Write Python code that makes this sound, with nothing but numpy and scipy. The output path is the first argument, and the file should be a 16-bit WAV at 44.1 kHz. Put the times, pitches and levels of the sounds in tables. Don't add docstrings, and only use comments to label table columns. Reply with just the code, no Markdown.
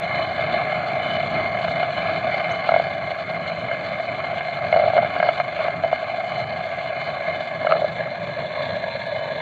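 import sys
import numpy as np
from scipy import signal
from scipy.io import wavfile

SR = 44100
rng = np.random.default_rng(int(sys.argv[2]) if len(sys.argv) > 2 else 0)


def volts_from_db(level):
    exponent = np.asarray(level, float) / 20
    return 10 ** exponent


def generate_wav(sig):
    pcm = np.round(np.clip(np.atleast_2d(sig).T, -1, 1) * 32767).astype(np.int16)
    wavfile.write(sys.argv[1], SR, pcm)


N = 414981

# (time [s], turns made [turns])
TURNS = [(0, 0.01), (2.57, 4.01), (4.0, 6.01), (6.25, 9.01), (8.22, 12.01), (9.41, 13.8)]
# (time [s], level [dB])
PRESSURE = [(0.05, -30.5), (0.68, -30), (1.3, -30.5), (1.74, -31), (2.52, -30.5), (2.99, -33),
            (3.85, -32.5), (5.06, -32), (5.89, -33), (6.52, -33), (7.04, -32.5), (7.29, -31.5), (7.45, -33),
            (8.31, -34), (8.58, -32.5), (9.41, -34)]
# (time [s], level [dB])
ROCKING = [(0.0, -35), (0.76, -39), (1.7, -36), (2.96, -41), (3.85, -39.5), (4.56, -42.5), (5.01, -37),
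           (5.5, -42.5), (9.41, -41.5)]
# (time [s], share [0-1])
MEAL_LOAD = [(0, 0.1), (1.5, 0.1), (2.8, .05), (3.6, 0.1), (4.6, 0.1), (5.5, 0.01), (6.5, 0.2), (7.4, 0.3),
             (7.9, 0.6), (8.3, 0.8), (9.41, 1)]
# (time [s], hold [s], change [dB])
JAMS = [
    (3.245, 0.026, -19.5),
    (4.757, 0.12, 15.5),
    (4.954, 0.029, 16.5),
    (5.242, 0.035, 16),
    (5.59, 0.11, 5.5),
    (6.353, 0.063, 7.5),
    (7.698, 0.15, 16),
    (7.97, 0.034, 7.5),
    (8.988, 0.052, -13.5),
]

# (time [s], pitch [Hz])
BODY_HZ = [(0.0, 671), (2.98, 665), (3.69, 640), (4.19, 663), (5.87, 659.5), (6.24, 670), (8.7, 631.5),
           (9.41, 631)]
# (pitch [Hz], width [Hz], level [dB], change under full load [dB])
RUMBLE_MODES = [(91, 44, -3, -1.5), (129, 27.2, 2.5, 1.5), (164.7, 32.7, 1.5, 2), (222.5, 68, -4, 0),
                (384, 360, -8.5, -5), (460, 780, -23, -1)]
SHOULDER_MODES = [(523, 160, -38, 10.5), (817, 92, -26.5, -3.4)]
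EDGE_MODES = [(919, 25, -10, 15.5), (1103, 120, -1, -1), (1312, 220, -2, -6.5), (1535, 200, -4.5, -14.5)]
MID_MODES = [(1665, 75.4, -7.5, 6.5), (2118, 51, 1, -2), (2336, 223, -8.5, -2.5)]
HIGH_MODES = [(2937, 250, -7, -1.5), (2992, 56, 4, -4), (3160, 210, -15.5, -3), (3522, 130, -6, 5),
              (4086, 95, -5, 4.5), (4420, 156, -9, -1)]
TOP_MODES = [(4520, 1100, -10, 5), (6160, 300, 3, 0.1), (6780, 330, 0, 0.1), (7300, 270, 1.5, 0.1),
             (8530, 890, -13, 0.1)]
CRACK_MODES = [(1274, 140, -4.5, 12.5), (1417, 250, -6, 7), (1618, 57, -2, -5.5), (2150, 67, 5, -12),
               (2156, 220, -6, -4.5), (2920, 50, -10.5, -4.5), (4300, 540, -23.5, -9.5)]
# (mean [dB], share of pressure swing [ratio], push swing [dB], share of a jam [ratio], wander [dB])
BODY_LEVEL = (-27.5, 1.37, 0.2, 0.49, -0.3)
MID_LEVEL = (-30.5, 1.71, 0.57, 0.08, 0)
HIGH_LEVEL = (-41, 1.47, 0.74, 0.17, 0.58)
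FLOUR_LEVEL = (-81.5, 1, 0.7, 0, 2.4)
# (delay [s], level [dB])
GROUND_ECHO = (.042, -9)

# (time [s], peak [dB], share of ring [dB], contact time [ms])
CRACKS = [(0.393, -8, -27, .88), (1.61, -10.5, -29, .72), (1.681, -10.5, -9.5, .44), (1.83, -6.5, -14, .4),
          (2.343, -8.5, -28, .41), (2.511, -15, -19, .74), (2.691, 0, -14.5, .31), (2.72, -2, -23, .35),
          (2.741, 0, -16, .51), (2.763, 1, -29, .31), (2.798, 0.5, -25, .99), (3.713, -11, -9, .99),
          (4.727, 0.5, -21.5, .9), (4.762, 3, -23.5, .83), (4.935, -4, -29, .4), (4.978, 0, -14.5, .55),
          (5.03, -3.5, -33, .39), (5.164, -10.5, -13, .51), (5.201, -4, -12.5, .36),
          (5.228, -1.5, -10.5, .45), (5.268, -16, -6, .55), (5.289, 0, -14, .21), (5.4, -3, -17, .91),
          (5.683, -5.5, -18, .26), (5.846, -4.5, -32, .51), (5.929, 0, -21.5, .69), (7.648, -5.5, -38, .76),
          (7.669, -4.5, -10, .4), (8.606, -9, -32, 0.9)]
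# (time [s], peak [dB], share of ring [dB], contact time [ms])
CRUNCHES = [(4.74, 1.5, -22, 0.56), (4.75, -10.5, -27, 0.71), (4.771, -1.5, -20.5, 0.94),
            (4.796, 0, -26, 0.71), (4.815, -13, -29, 0.4), (4.855, -15, -31, 0.63), (4.901, -9, -30, 0.65),
            (4.985, 2, -26, 0.54), (5.046, -4, -21, 0.53), (5.311, -21, -28, 0.61), (5.603, -4.5, -23, 1),
            (5.651, -14, -23, 1), (5.693, -29, -13, 0.58), (5.837, -5, -28, 0.27), (5.861, -9.5, -34, 0.56),
            (6.029, -10.5, -32, 0.75), (7.701, -13, -20, 0.8), (7.711, -3, -21, 0.67),
            (7.736, -4.5, -25, 0.59), (7.753, -3, -26, 1), (7.77, -19, -18, 0.95), (7.818, -3.5, -36, 0.39),
            (4.836, -4.5, -35, 0.44), (4.881, -5, -28, .51), (4.966, -0.5, -28.5, 0.19),
            (5.591, -7.5, -19, 0.32), (7.844, -0.5, -32, 0.38), (7.722, 0.5, -16, 0.83),
            (8.072, -14.5, -18, 0.99)]
# (time [s], peak [dB], length [s])
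HUSKS = [(0.114, -61, 0.013), (0.338, -46, 0.0093), (1.378, -56, 0.01), (1.493, -57, 0.012),
         (1.604, -47.5, 0.015), (2.492, -45, 0.011), (3.15, -45, 0.013), (3.301, -51.5, 0.0097),
         (3.316, -45, 0.013), (5.748, -58, 0.013), (6.722, -55.5, 0.012), (6.8084, -61, 0.012),
         (7.197, -59, 0.0096), (7.476, -60, 0.012), (7.718, -51.5, 0.012), (9.046, -57, 0.009),
         (9.062, -44, 0.017), (9.09, -55, 0.012)]
# (time [s], length [s], start pitch [Hz], end pitch [Hz], level [dB])
SQUEAK = (2.503, .032, 5600, 6950, -48)

PUSH_LAG_TURNS = 0.19
ROCK_DB, ROCK_WANDER_DB = 2, 2
JAM_ATTACK_S, JAM_RELEASE_S = 0.013, 0.03
JAM_SAG_HZ_PER_DB, LOAD_SAG_HZ = 0.5, 14
CRACKLE_DB, CRACKLE_PER_S = 2.7, 38
CHIPS, CHIP_DB, CHIP_SPREAD_DB, CHIP_RING_DB, CHIP_MS = 32, -18, 3, -28, 0.7
HUSK_TOP_DB = -27
STONE_CUT_HZ = 4640
OPENING_DB, OPENING_S = -18, 0.00025


def grinding(crackle_db):
    body_db, mid_db, high_db = turning(BODY_LEVEL), turning(MID_LEVEL), turning(HIGH_LEVEL)
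    rumble_db = in_time(ROCKING)[0] + ROCK_DB + ROCK_WANDER_DB * drift(6.0)
    rub = grit(per_s=1500, spread_db=2.0, clump_db=1.64, smooth=0.65)

    main_tone = body(rub, half_width_hz=64.0, order=2)
    low = volts_from_db(body_db) * rms_one(main_tone + volts_from_db(7.5) * modes(rub, SHOULDER_MODES, 3.0))

    edge = rms_one(cut(modes(rub, EDGE_MODES, 1.5), [760, 1600], "band"))
    middle = rms_one(cut(modes(rub, MID_MODES, 1.2), [1300, 2600], "band"))
    mid = volts_from_db(mid_db) * (volts_from_db(-7.0) * edge + volts_from_db(-2.5) * middle)

    bright = modes(rub, HIGH_MODES, 1.8, rate=4) + volts_from_db(-27.5) * rub
    ring = volts_from_db(high_db + 0.64 * crackle_db) * rms_one(cut(bright, 2500, "high"))

    shake = rms_one(0.44 * rub + rng.standard_normal(N))
    top = rms_one(cut(modes(shake, TOP_MODES, 0.93), [4600, 8600], "band"))
    ground = rms_one(cut(modes(shake, RUMBLE_MODES, 0.89, rate=11.0), 72, "high", order=4))
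    delay_s, echo_db = GROUND_ECHO
    echo = volts_from_db(echo_db) * np.roll(ground, round(delay_s * SR))
    ground = volts_from_db(rumble_db) * (ground + echo)
    return low + mid + ring + ground, volts_from_db(0.48 * high_db - 48.0) * top


def grit(per_s, spread_db, clump_db, smooth):
    sizes = volts_from_db(spread_db * np.minimum(rng.exponential(1, N), 5)) * rng.choice([-1, 1], N)
    born = rng.random(N) < per_s / SR
    rub = rms_one(sizes * born) + smooth * rng.standard_normal(N)
    clumps_db = clump_db * (drift(56.0) + 0.1 * drift(6.8))
    return rms_one(rub * volts_from_db(clumps_db))


def turning(part):
    mean_db, follows, push_db, jammed, wander_db = part
    pressure_db, turns = in_time(PRESSURE)[0], in_time(TURNS)[0]
    pressure_swing_db = pressure_db - pressure_db.mean()
    push = np.cos(4 * np.pi * (turns - PUSH_LAG_TURNS))
    by_hand_db = mean_db + follows * pressure_swing_db + push_db * push
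    return by_hand_db + jammed * jams() + wander_db * drift(9.5)


def jams():
    t = np.arange(N) / SR
    total_db = np.zeros(N)
    for s, hold, change_db in JAMS:
        corners = np.cumsum([s - JAM_ATTACK_S, JAM_ATTACK_S, abs(hold), JAM_RELEASE_S])
        total_db += np.interp(t, corners, [0, change_db, change_db, 0])
    return total_db


def body(x, half_width_hz, order):
    hz = in_time(BODY_HZ)[0] - LOAD_SAG_HZ * in_time(MEAL_LOAD)[0] - JAM_SAG_HZ_PER_DB * jams()
    turn = np.exp(2j * np.pi * np.cumsum(hz) / SR)
    near = cut(x / turn, half_width_hz, "low", order=order)
    return 2 * np.real(turn * near)


def modes(x, table, patchy_db=0., rate=8):
    out, load = 0, in_time(MEAL_LOAD)[0]
    for k, (hz, width, level_db, load_db) in enumerate(table):
        r = np.exp(-np.pi * max(width, 10) / SR)
        fed = x * volts_from_db(level_db + load_db * load + patchy_db * drift(rate))
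        zeros = (1 - r * r) / 2 * np.array([1, 0, -1])
        poles = [1, -2 * r * np.cos(2 * np.pi * hz / SR), r * r]
        out = out + (-1) ** k * signal.lfilter(zeros, poles, fed)
    return out


def cracks():
    push, snap = blows(CRACKS + chips())
    drag, drag_snap = blows(CRUNCHES)
    thud = volts_from_db(33) * body(push, half_width_hz=70.5, order=2)
    thud = thud + volts_from_db(30) * body(push, half_width_hz=46, order=1)
    thud = thud + volts_from_db(37.0) * body(drag, half_width_hz=56, order=2)
    ring = modes(snap + drag_snap, CRACK_MODES, 3.55, rate=38)
    return cut(thud, 520, "high", order=4) + volts_from_db(41.5) * cut(ring, [880, 3100], "band")


def blows(rows):
    push, snap = np.full(N, 1e-18), np.full(N, 1e-18)
    for s, peak_db, ring_db, contact_ms in rows:
        blow = -signal.windows.hann(int(np.clip(contact_ms, 0.05, 3) * SR / 1000) + 3)
        blow = blow / abs(blow.sum())
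        i = round((s - 0.0013) * SR)
        push[i:i + len(blow)] += volts_from_db(peak_db) * blow[:N - i]
        muffled_db = 1.9 * np.interp(s, *np.transpose(MEAL_LOAD))
        snap[i + round(0.0008 * SR)] -= volts_from_db(peak_db + ring_db - muffled_db)
    return push, snap


def chips():
    rows = []
    for when, size, share in rng.random((CHIPS, 3)):
        peak_db = CHIP_DB + CHIP_SPREAD_DB * (2 * size - 1)
        rows.append((0.05 + 9.3 * when, peak_db, CHIP_RING_DB + 8 * (share - 0.5), CHIP_MS))
    return rows


def squeak():
    s, length, from_hz, to_hz, level_db = SQUEAK
    hz = np.linspace(from_hz, to_hz, int(length * SR))
    tone = np.sin(2 * np.pi * np.cumsum(hz) / SR)
    rough = 1 + 3.8 * cut(rng.standard_normal(len(hz)), 560, "low")
    out, i = np.zeros(N), round(s * SR)
    out[i:i + len(hz)] = volts_from_db(level_db) * np.hanning(len(hz)) * rough * tone
    return out


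def flour(crackle_db):
    specky = grit(per_s=900, spread_db=3.5, clump_db=0.6, smooth=3.0)
    hiss = cut(specky, 7800, "high", order=4)
    airy = rms_one(hiss + modes(hiss, [(13900, 1500, -1.5, 0.0042)]))
    puffs, age = np.zeros(N), np.arange(1500) / SR
    for s, peak_db, length in HUSKS:
        i = round(s * SR)
        puffs[i:i + 1500] += volts_from_db(peak_db - 11.0) * np.exp(-age / max(length, 0.001))
    husks = cut(puffs * rng.standard_normal(N), 4800, "high", order=4)
    husks = cut(husks, 7000, "low", order=2)
    air_level = volts_from_db(turning(FLOUR_LEVEL) + crackle_db) + volts_from_db(HUSK_TOP_DB) * puffs
    return husks + air_level * airy


def rms_one(x):
    return x / np.sqrt(np.mean(x ** 2) + 1e-20)


def in_time(rows):
    s, *columns = np.transpose(rows)
    return [np.interp(np.arange(N) / SR, s, c) for c in columns]


def drift(rate):
    r = np.exp(-80 * np.pi * rate / SR)
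    noise = rng.standard_normal(N // 40 + 2002)
    slow = signal.lfilter([1], [1, -2 * r, r * r], noise)[2000:]
    return np.interp(np.arange(N) / 40, np.arange(len(slow)), rms_one(slow))


def cut(x, hz, kind, order=2):
    return signal.sosfilt(signal.butter(order, hz, kind, fs=SR, output="sos"), x)


def scene():
    crackle_db = CRACKLE_DB * drift(CRACKLE_PER_S)
    stones, top = grinding(crackle_db)
    stones = 1.25 * np.tanh((stones + cracks()) / 1.25)
    dull = cut(stones, STONE_CUT_HZ, "low", order=10)
    bright = volts_from_db(0.7 * crackle_db) * top + flour(0.6 * crackle_db) + squeak()
    return (dull + bright)[None]


def roll_off(x):
    return signal.sosfilt(signal.butter(12, 15500, fs=SR, output="sos"), x)


def record(dry):
    tick = volts_from_db(OPENING_DB) * np.exp(-np.arange(N) / SR / OPENING_S)
    mix = cut(dry, 38, "high") + tick
    return roll_off(mix)


dry = scene()
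out = record(dry)
generate_wav(out)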